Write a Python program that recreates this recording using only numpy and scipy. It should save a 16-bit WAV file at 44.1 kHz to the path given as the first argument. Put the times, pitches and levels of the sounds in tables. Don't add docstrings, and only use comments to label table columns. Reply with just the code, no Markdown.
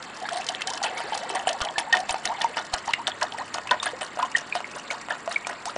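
import sys
import numpy as np
from scipy import signal
from scipy.fft import rfft, irfft
from scipy.io import wavfile
from scipy.ndimage import uniform_filter1d, minimum_filter1d

SR = 44100
rng = np.random.default_rng(int(sys.argv[2]) if len(sys.argv) > 2 else 0)


def inscribe(sig):
    pcm = np.round(np.clip(np.atleast_2d(sig).T, -1, 1) * 32767)
    wavfile.write(sys.argv[1], SR, pcm.astype(np.int16))


N = 254456

# start_s, churn_db, spray_db
SLUGS = [(0.335, -32, -30.5), (0.374, -52, -31), (0.499, -29.5, -42), (0.678, -35.5, -28.5),
         (0.737, -31.5, -37.5), (0.84, -21.5, -23), (0.861, -31.5, -28), (0.981, -30, -30),
         (1.131, -41.5, -28.5), (1.296, -36.5, -30), (1.354, -23.5, -28), (1.477, -24.5, -25),
         (1.615, -23, -25), (1.789, -24, -23.5), (1.943, -16.5, -31), (2.097, -28, -25),
         (2.253, -24, -31.5), (2.414, -24, -30), (2.574, -21, -25), (2.737, -21.5, -27.5),
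         (2.879, -32.5, -34.5), (3.075, -23, -32), (3.221, -16.5, -47), (3.387, -30, -36.5),
         (3.545, -26.5, -32), (3.714, -13, -46), (3.833, -34.5, -27), (3.862, -24.5, -26),
         (4.017, -26.5, -29), (4.192, -22.5, -38), (4.225, -27.5, -59), (4.367, -35.5, -27.5),
         (4.557, -31, -29.5), (4.754, -31, -36.5), (4.911, -29, -31), (5.107, -23.5, -32.5),
         (5.315, -32, -29), (5.494, -26.5, -41), (5.672, -40.5, -34.5), (5.763, -40, -43)]
# time_s, churn_db, spray_db
STEADY_STREAM = [(0, -45, -42.5), (0.35, -45, -36.5), (0.8, -40, -41), (1.0, -38, -34.5), (1.4, -38, -39),
                 (1.7, -42, -42), (2.4, -44.5, -38), (2.7, -47, -42), (4.5, -49, -42), (5.77, -53, -43)]
# pitch_hz, gain_db
CHURN_BALANCE = [(190, -16), (300, -11), (430, -12), (600, -0.5), (850, 7), (1150, -1.5), (1450, 3.5),
                 (1800, 6), (2400, -20)]
# pitch_hz, gain_db
SPRAY_BALANCE = [(1700, -13.5), (2300, -21), (3200, 9.5), (4200, 6), (5400, 2.5), (7000, 5.5), (9500, 9.5)]
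# frequency_hz, gain_db
FOAM_SPECTRUM = [(900, -2.5), (1800, 18), (3200, 7.5), (4500, 8.5), (6500, -16), (8500, -13), (10000, -19)]
# start_s, pitch_hz, level_db, ring_cycles
PLOPS = [(0.254, 1640, -22.5, 49), (0.2881, 1370, -13.5, 13), (0.549, 3270, -12.5, 18),
         (0.8171, 790, -16.5, 41), (0.8544, 835, -17.5, 55), (0.972, 2190, -23.5, 110),
         (1.122, 858, -16.5, 52), (0.86, 2590, -25, 86), (1.4724, 752, -8.5, 21), (1.471, 2900, -16, 60),
         (1.6873, 3250, -18.5, 45), (1.758, 1710, -21, 140), (1.7806, 816, -12, 21),
         (1.926, 774, -18.5, 39), (1.938, 1790, -21, 80), (2.126, 9030, -21, 140), (2.1419, 704, -17.5, 44),
         (2.2753, 3840, -14, 32), (2.4443, 907, -7.5, 43), (2.8805, 970, -17.5, 19), (2.936, 2810, -8, 51),
         (2.9375, 2060, -4.5, 19), (2.9922, 950, -19.5, 34), (3.0703, 3500, -6, 22),
         (3.1176, 3320, -21, 67), (3.215, 1490, -18, 32), (3.222, 1060, -15, 41), (3.323, 3200, -17.5, 22),
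         (3.693, 2640, -18.5, 42), (3.7105, 3570, -7, 27), (3.7103, 1495, -14, 54), (3.713, 965, -8, 70),
         (3.7996, 3580, -19, 100), (3.8298, 1110, -15, 21), (3.8667, 1630, -16.5, 75),
         (3.933, 496, -24, 31), (4.1958, 1200, -16, 25), (4.2278, 988, -10, 74), (4.36, 3076, -19.5, 86),
         (4.557, 687, -20.5, 55), (4.644, 2160, -18.5, 34), (4.9035, 2210, -17.5, 70),
         (5.106, 1716, -15, 103), (5.276, 657, -19, 52), (5.448, 2340, -22.5, 68), (5.491, 1465, -27, 78)]
# start_s, length_s, pitch_hz, level_db
AIR_POCKETS = [(1.925, 0.019, 1795, -10), (4.3495, 0.0084, 1840, -9), (4.5243, 0.0054, 2410, -16),
               (5.3597, 0.0074, 2240, -13)]
# start_s, length_s, from_hz, to_hz, level_db
HOLLOWS = [(0.216, 0.051, 730, 870, -32.5), (0.315, 0.097, 690, 764, -31), (0.665, 0.054, 707, 1000, -32),
           (0.875, 0.094, 706, 856, -36.5), (1.043, 0.055, 398, 926, -37.5), (1.133, 0.047, 766, 827, -30),
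           (1.205, 0.061, 568, 1020, -34.5), (1.299, 0.1, 367, 968, -38), (1.328, 0.1, 744, 787, -31.5),
           (1.477, 0.095, 601, 888, -31), (1.617, 0.1, 611, 748, -40), (1.65, 0.053, 788, 950, -31.5),
           (1.872, 0.034, 810, 960, -32.5), (1.959, 0.078, 746, 740, -30), (2.091, 0.039, 747, 805, -33),
           (2.142, 0.029, 739, 925, -25.5), (2.288, 0.042, 825, 1130, -26.5), (2.292, 0.066, 710, 900, -34),
           (2.384, 0.025, 790, 800, -32.5), (2.494, 0.04, 502, 770, -41), (2.877, 0.035, 800, 1150, -26),
           (2.981, 0.04, 817, 1110, -31.5), (3.326, 0.028, 706, 1020, -32), (3.381, 0.044, 723, 1150, -31),
           (3.652, 0.024, 764, 1090, -37), (4.172, 0.042, 620, 930, -33.5), (4.921, 0.034, 651, 1215, -37),
           (5.111, 0.028, 767, 1460, -40), (5.656, 0.044, 693, 1410, -30.5)]
# start_s, level_db, brightness_hz
SLAPS = [(0.0263, -23.5, 4240), (0.29, -19, 3540), (0.3805, -49, 5530), (0.4444, -25, 5500),
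         (0.4667, -17, 4630), (0.4883, -9.5, 3970), (0.609, -17, 1790), (0.6196, -16, 2950),
         (0.673, -11.5, 4540), (0.7023, -15.5, 4770), (0.7362, -16.5, 4870), (0.7757, -18.5, 4200),
         (0.829, -15, 5130), (0.842, -17, 4200), (1.149, -17.5, 4400), (1.1767, -17, 6900),
         (1.355, -22, 4840), (1.4908, -10, 3430), (1.53, -18.5, 5800), (1.617, -16.5, 3760),
         (1.65, -17.5, 3340), (1.7825, -9, 3170), (1.9275, -7, 3500), (1.951, -15.5, 3600),
         (1.97, -11.5, 1940), (2.003, -20, 4220), (2.0887, -26, 6500), (2.1078, -12.5, 6440),
         (2.145, -22, 1700), (2.255, -9.5, 5500), (2.417, -10.5, 3300), (2.4423, -21, 5600),
         (2.739, -9, 4700), (2.908, -22, 3300), (2.9353, -11.5, 3340), (3.0765, -12.5, 3380),
         (3.2136, -19.5, 1950), (3.2285, -10.5, 4760), (3.543, -14.5, 4900), (3.673, -20, 2080),
         (3.7121, -12, 3520), (3.8317, -19, 3780), (4.011, -19, 1870), (4.227, -19, 3000),
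         (4.3695, -17.5, 6200), (4.383, -17.5, 5800), (4.5535, -21.5, 4870), (4.9092, -20.5, 4000),
         (5.325, -20.5, 6900), (5.4705, -16.5, 5930), (5.656, -17, 6900)]
# start_s, level_db, pitch_hz
FLAT_DROPS = [(0.6192, -19.5, 2540), (1.004, -20, 880), (1.152, -20.5, 885), (1.302, -22, 770),
              (1.605, -19.5, 970), (1.949, -16, 810), (2.094, -21, 855), (2.1435, -17, 895),
              (2.5705, -18, 834), (3.08, -18.5, 746), (3.584, -17, 950), (4.173, -24, 716),
              (4.2504, -21.5, 900), (4.371, -23, 790), (4.4166, -28.5, 685), (4.5529, -15.5, 860),
              (4.605, -20.5, 840), (4.911, -22, 840), (5.086, -22, 890), (5.154, -26.5, 1010),
              (5.277, -20.5, 825), (5.4696, -17, 930), (5.5308, -24, 970), (5.656, -24.5, 1110),
              (5.763, -18, 560)]
# from_hz, to_hz, width_hz, gain_db
AIR_MODES = [(560, 560, 30, -1), (672, 590, 46, 1.5), (747, 710, 36, 3), (874, 842, 45, -4.5),
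             (910, 1000, 31, 0), (1087, 1400, 40, -2), (1186, 1245, 33, -1.5), (1426, 1455, 16, 5.5),
             (1706, 1900, 24.5, 3.5), (1776, 1900, 55, -3), (2686, 2500, 65, 6), (3100, 2800, 144, 7.5),
             (3307, 3750, 47, -1.5), (4110, 4410, 113, -11.5)]
# start_s, level_db
STRAY_DROPS = [(1.614, -24), (2.104, -31), (2.254, -39), (2.737, -25), (2.936, -55)]
# frequency_hz, gain_db
RUSH_SPECTRUM = [(25, -5.5), (60, 0), (120, 4), (220, 11.5), (400, 10), (700, 9.5), (1100, 14.5), (1800, 7),
                 (2600, -29), (4500, -32), (6500, -13), (7400, 1), (8300, -12), (10000, -29.5)]
# pitch_hz, level_db
HUM_PARTIALS = [(142, -67), (213, -66.5)]
# time_s, level_db
DRONE = [(0, -103), (2.7, -73.5), (3.1, -62), (3.9, -62), (4.5, -72), (5.77, -69)]

MIDDLING_DB = -23
BUBBLE_RISE_PER_S = 3
CUTOFF_HZ = 10150


def churn(steady_db):
    level = surges([(s, db) for s, db, _ in SLUGS], steady_db, middling_t60=0.18, swell=0.19)
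    cloud = bubble_cloud(900 * np.sqrt(rms_one(level)), CHURN_BALANCE, cycles=18, spread_db=3.5, count=36)
    body = level * evened(cloud, span_s=0.013)
    return from_db(-6.5) * (body + kettle_modes(body))


def spray(steady_db):
    lead_s, t60 = 0.003, 0.11
    bursts = [(s - lead_s, db) for s, _, db in SLUGS]
    level = surges(bursts, steady_db - 11, t60, swell=0.13)
    fizz = bubble_cloud(2000 * rms_one(level), SPRAY_BALANCE, cycles=69, spread_db=9.5, count=40)
    fizz = evened(fizz + from_db(6) * kettle_modes(fizz), span_s=0.0092)
    hiss = foam(patchy_db=4.5, patches_per_s=110, bands=9)
    wash = surges(bursts, steady_db, t60, swell=0.11) * hiss
    wash += from_db(-10) * kettle_modes(wash)
    return from_db(-4) * level * fizz + from_db(-5.5) * wash


def surges(bursts, steady_db, middling_t60, swell):
    power, t = from_db(steady_db) ** 2, clock()
    for s, level_db in bursts:
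        t60 = middling_t60 * 2 ** ((MIDDLING_DB - level_db) / 19)
        near = slice(max(0, int((s - swell * t60) * SR)), int((s + t60) * SR))
        age = t[near] - s
        power[near] += (from_db(level_db) * fade(np.maximum(age, -age / swell), t60)) ** 2
    return np.sqrt(power)


def bubble_cloud(per_s, balance, cycles, spread_db, count):
    born = np.flatnonzero(rng.random(N) < per_s / SR)
    accent_db = spread_db * np.minimum(rng.exponential(1, N), 4)
    strength = (from_db(accent_db) * rng.choice([-1, 1], N))[born]
    pitch_index, out = rng.integers(0, count, N)[born], np.zeros(N)
    for k, hz in enumerate(np.geomspace(balance[0][0], balance[-1][0], count)):
        clicks = np.zeros(N)
        clicks[born[pitch_index == k]] = strength[pitch_index == k]
        width_hz = np.log(1000) / np.pi * hz / cycles
        ring = resonance(clicks, hz, width_hz)
        rounded = resonance(ring, hz, hz / 2)
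        out += from_db(at_hz(balance, hz)) * rounded / np.sqrt(width_hz)
    return rms_one(out)


def foam(patchy_db, patches_per_s, bands):
    out, edges = 0, np.geomspace(1500, CUTOFF_HZ, bands + 1)
    hisses = coloured_noise(FOAM_SPECTRUM), coloured_noise(FOAM_SPECTRUM)
    for k, band in enumerate(zip(edges, edges[1:])):
        out += filtered(hisses[k % 2], band, "band") * from_db(patchy_db * drift(patches_per_s))
    return rms_one(out)


def single_bubbles(bubbles, pinch_share):
    out, age = np.zeros(N), clock()[:SR // 6]
    for s, hz, level_db, cycles in bubbles:
        turns = hz * (age + BUBBLE_RISE_PER_S * age ** 2 / 2)
        attack = 1 - np.exp(-turns / (pinch_share * cycles))
        add(out, s, from_db(level_db) * attack * fade(age, cycles / hz) * np.sin(2 * np.pi * turns))
    return out


def air_pockets(taper):
    out = np.zeros(N)
    for s, length_s, hz, level_db in AIR_POCKETS:
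        age = np.arange(int(length_s * SR)) / SR
        turns = hz * (age + BUBBLE_RISE_PER_S * age ** 2 / 2)
        swell = np.sin(np.pi * age / length_s) ** taper
        add(out, s, from_db(level_db) * swell * np.sin(2 * np.pi * turns))
    return out


def hollows(taper, bend, rough_share, width_hz):
    out = np.zeros(N)
    real, imaginary = filtered(rng.standard_normal((2, N)), width_hz)
    turbulence = rms_one(real) + 1j * rms_one(imaginary)
    drive = np.sqrt(1 - rough_share) + np.sqrt(rough_share / 2) * turbulence
    for s, length_s, from_hz, to_hz, level_db in HOLLOWS:
        stirred = drive[int(s * SR):][:int(length_s * SR)]
        closed = (np.arange(len(stirred)) + .5) / len(stirred)
        pitch = from_hz * (to_hz / from_hz) ** (closed ** bend)
        tone = np.real(stirred * np.exp(2j * np.pi * np.cumsum(pitch) / SR))
        add(out, s, from_db(level_db) * rms_one(tone * np.sin(np.pi * closed) ** taper))
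    return from_db(-2) * out


def gurgles(steady_db, low_hz, high_hz, rise, t60, count):
    out, age = np.zeros(N), clock()[:SR // 6]
    envelope = (1 - fade(age, 0.055)) * fade(age, t60)
    for k, (when, height, speed) in enumerate(rng.random((count, 3))):
        hz = low_hz * (high_hz / low_hz) ** height
        turns = hz * (age + rise * (speed - .2) * age ** 2 / 2)
        add(out, (k + when) / count * N / SR, envelope * np.sin(2 * np.pi * turns))
    return from_db(steady_db - 7 + 0.046 * (steady_db - steady_db.mean())) * rms_one(out)


def splats(slaps, t60, opening_s, breadth, mist_db):
    out, age = np.zeros(N), clock()[:SR // 25]
    envelope = (1 - np.exp(-age / opening_s)) * fade(age, t60)
    envelope /= envelope.max()
    for s, level_db, hz in slaps:
        white = rng.standard_normal((2, len(age)))
        crack = rms_one(resonance(resonance(white[0], hz, breadth * hz), hz, breadth * hz))
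        mist = from_db(mist_db) * hz / 4000 * rms_one(resonance(white[1], 5300, 1500))
        add(out, s - opening_s, from_db(level_db) * evened(crack + mist, span_s=0.00015) * envelope)
    return from_db(-12) * (out + kettle_modes(out))


def knocks(front_s, cycles, ring_db):
    out, age = np.zeros(N), clock()[:SR // 25]
    for s, level_db, hz in FLAT_DROPS:
        pulse = -(1 - np.exp(-age / front_s)) * fade(age, cycles / hz) * np.cos(2 * np.pi * hz * age)
        add(out, s, from_db(level_db) * pulse / np.abs(pulse).max())
    return out + from_db(ring_db) * kettle_modes(out)


def flung_drops(per_slug, ahead_s, flight_s, spread_db):
    slug_s, _, spray_db = np.repeat(SLUGS, per_slug, axis=0).T
    flight, weight, brightness = rng.random((len(slug_s), 3)).T
    level_db = -34 + 0.11 * (spray_db - MIDDLING_DB) + spread_db * (2 * weight - 1)
    hz = 4020 * 2 ** (1.325 * brightness - .55)
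    return list(zip(slug_s - ahead_s + flight_s * flight, level_db, hz))


def spatter(count, floor_db, spread_db, low_hz, high_hz):
    when, weight, brightness = rng.random((count, 3)).T
    level_db = floor_db - spread_db * np.log(np.maximum(weight, .02))
    return list(zip(when * N / SR, level_db, low_hz * (high_hz / low_hz) ** brightness))


def kettle_modes(x):
    out, blocks = 0, np.array_split(x + 1e-18, 24)
    for from_hz, to_hz, width_hz, gain_db in AIR_MODES:
        r = np.exp(-np.pi * np.clip(width_hz, 12, from_hz / 20) / SR)
        state, rung = np.zeros(2), []
        for block, hz in zip(blocks, np.linspace(from_hz, to_hz, len(blocks))):
            poles = [1, -2 * r * np.cos(2 * np.pi * hz / SR), r * r]
            part, state = signal.lfilter([1, 0, -1], poles, block, zi=state)
            rung.append(part)
        out += from_db(gain_db) * (1 - r * r) / 2 * np.concatenate(rung)
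    return out


def kettle_walls(x, t60, wet_db):
    age = clock()[:SR // 5]
    tail = rng.standard_normal(len(age)) * fade(age, t60) * (age > .001)
    tail = filtered(tail, [600, 4000], "band")
    return from_db(wet_db) * signal.fftconvolve(x, tail / np.linalg.norm(tail))[:N]


def thuds(pitch_hz, t60):
    out, age = np.zeros(N), clock()[:SR // 5]
    for s, level_db in STRAY_DROPS:
        add(out, s, from_db(level_db) * fade(age, t60) * np.sin(2 * np.pi * pitch_hz * age + 1))
    return filtered(out, 130)


def outdoors(rush_db, drone_hz):
    rush = from_db(rush_db) * coloured_noise(RUSH_SPECTRUM)
    phase = 2 * np.pi * np.cumsum(1 + 0.0073 * drift(4)) / SR
    hum = sum(from_db(db + 0.97 * drift(6.7)) * np.sin(hz * phase) for hz, db in HUM_PARTIALS)
    drone = from_db(in_time(DRONE)[0]) * np.sin(drone_hz * phase)
    return rush + np.sqrt(2) * (hum + drone)


def from_db(db):
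    return 10 ** (np.asarray(db) / 20)


def rms_one(x):
    return x / np.sqrt(np.mean(x ** 2) + 1e-20)


def clock():
    return np.arange(N) / SR


def in_time(rows):
    s, *columns = np.transpose(rows)
    return [np.interp(clock(), s, c) for c in columns]


def at_hz(points, hz):
    point_hz, gain_db = np.transpose(points)
    return np.interp(np.log(hz), np.log(point_hz), gain_db)


def fade(age, t60):
    return np.exp(-np.log(1000) * age / max(t60, 1e-3))


def add(track, s, sound):
    start = int(np.clip(s * SR, 0, N - 1))
    track[start:start + len(sound)] += sound[:N - start]


def drift(per_s):
    knots = rng.standard_normal(1000)
    return rms_one(np.interp(clock() * per_s, np.arange(len(knots)), knots))


def filtered(x, hz, kind="low"):
    return signal.sosfilt(signal.butter(2, hz, kind, fs=SR, output="sos"), x)


def resonance(x, hz, width_hz):
    r = np.exp(-np.pi * width_hz / SR)
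    poles = [1, -2 * r * np.cos(2 * np.pi * hz / SR), r * r]
    return signal.lfilter(np.array([1, 0, -1]) * (1 - r * r) / 2, poles, x + 1e-18)


def evened(x, span_s):
    power = np.abs(uniform_filter1d(x ** 2, max(int(span_s * SR), 2)))
    return x / np.sqrt(power + 0.0016 * np.mean(x ** 2))


def coloured_noise(spectrum):
    hz = np.maximum(np.arange(N // 2 + 1) * SR / N, 1)
    return rms_one(irfft(rfft(rng.standard_normal(N)) * from_db(at_hz(spectrum, hz)), N))


def scene():
    churn_db, spray_db = in_time(STEADY_STREAM)
    drops = flung_drops(per_slug=3, ahead_s=0.012, flight_s=0.06, spread_db=4)
    tinkles = [(s, hz, db + 5, 45) for s, db, hz in drops]
    notes = single_bubbles(PLOPS + tinkles, pinch_share=0.017) + air_pockets(taper=0.54)
    notes += hollows(taper=0.13, bend=1.593, rough_share=0.6, width_hz=60)
    water = notes + from_db(-34.5) * kettle_modes(notes) + churn(churn_db)
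    water += gurgles(churn_db, low_hz=450.4, high_hz=1150, rise=9, t60=0.075, count=130)
    water += spray(spray_db)
    droplets = spatter(count=280, floor_db=-39, spread_db=3.3, low_hz=4200, high_hz=8400)
    water += splats(SLAPS + drops + droplets, t60=0.021, opening_s=0.0012, breadth=0.6, mist_db=-3.5)
    water += knocks(front_s=0.00004, cycles=5, ring_db=3)
    water += kettle_walls(water, t60=0.14, wet_db=-19)
    return (water + thuds(pitch_hz=28, t60=0.021) + outdoors(rush_db=-43.5, drone_hz=101))[None]


def record(dry):
    ceiling, span = .5, int(.004 * SR)
    allowed = ceiling / np.maximum(np.abs(dry), ceiling)
    gain = uniform_filter1d(minimum_filter1d(allowed, span), span)
    return signal.sosfilt(signal.ellip(10, .1, 70, CUTOFF_HZ, fs=SR, output="sos"), gain * dry)


dry = scene()
out = record(dry)
inscribe(out)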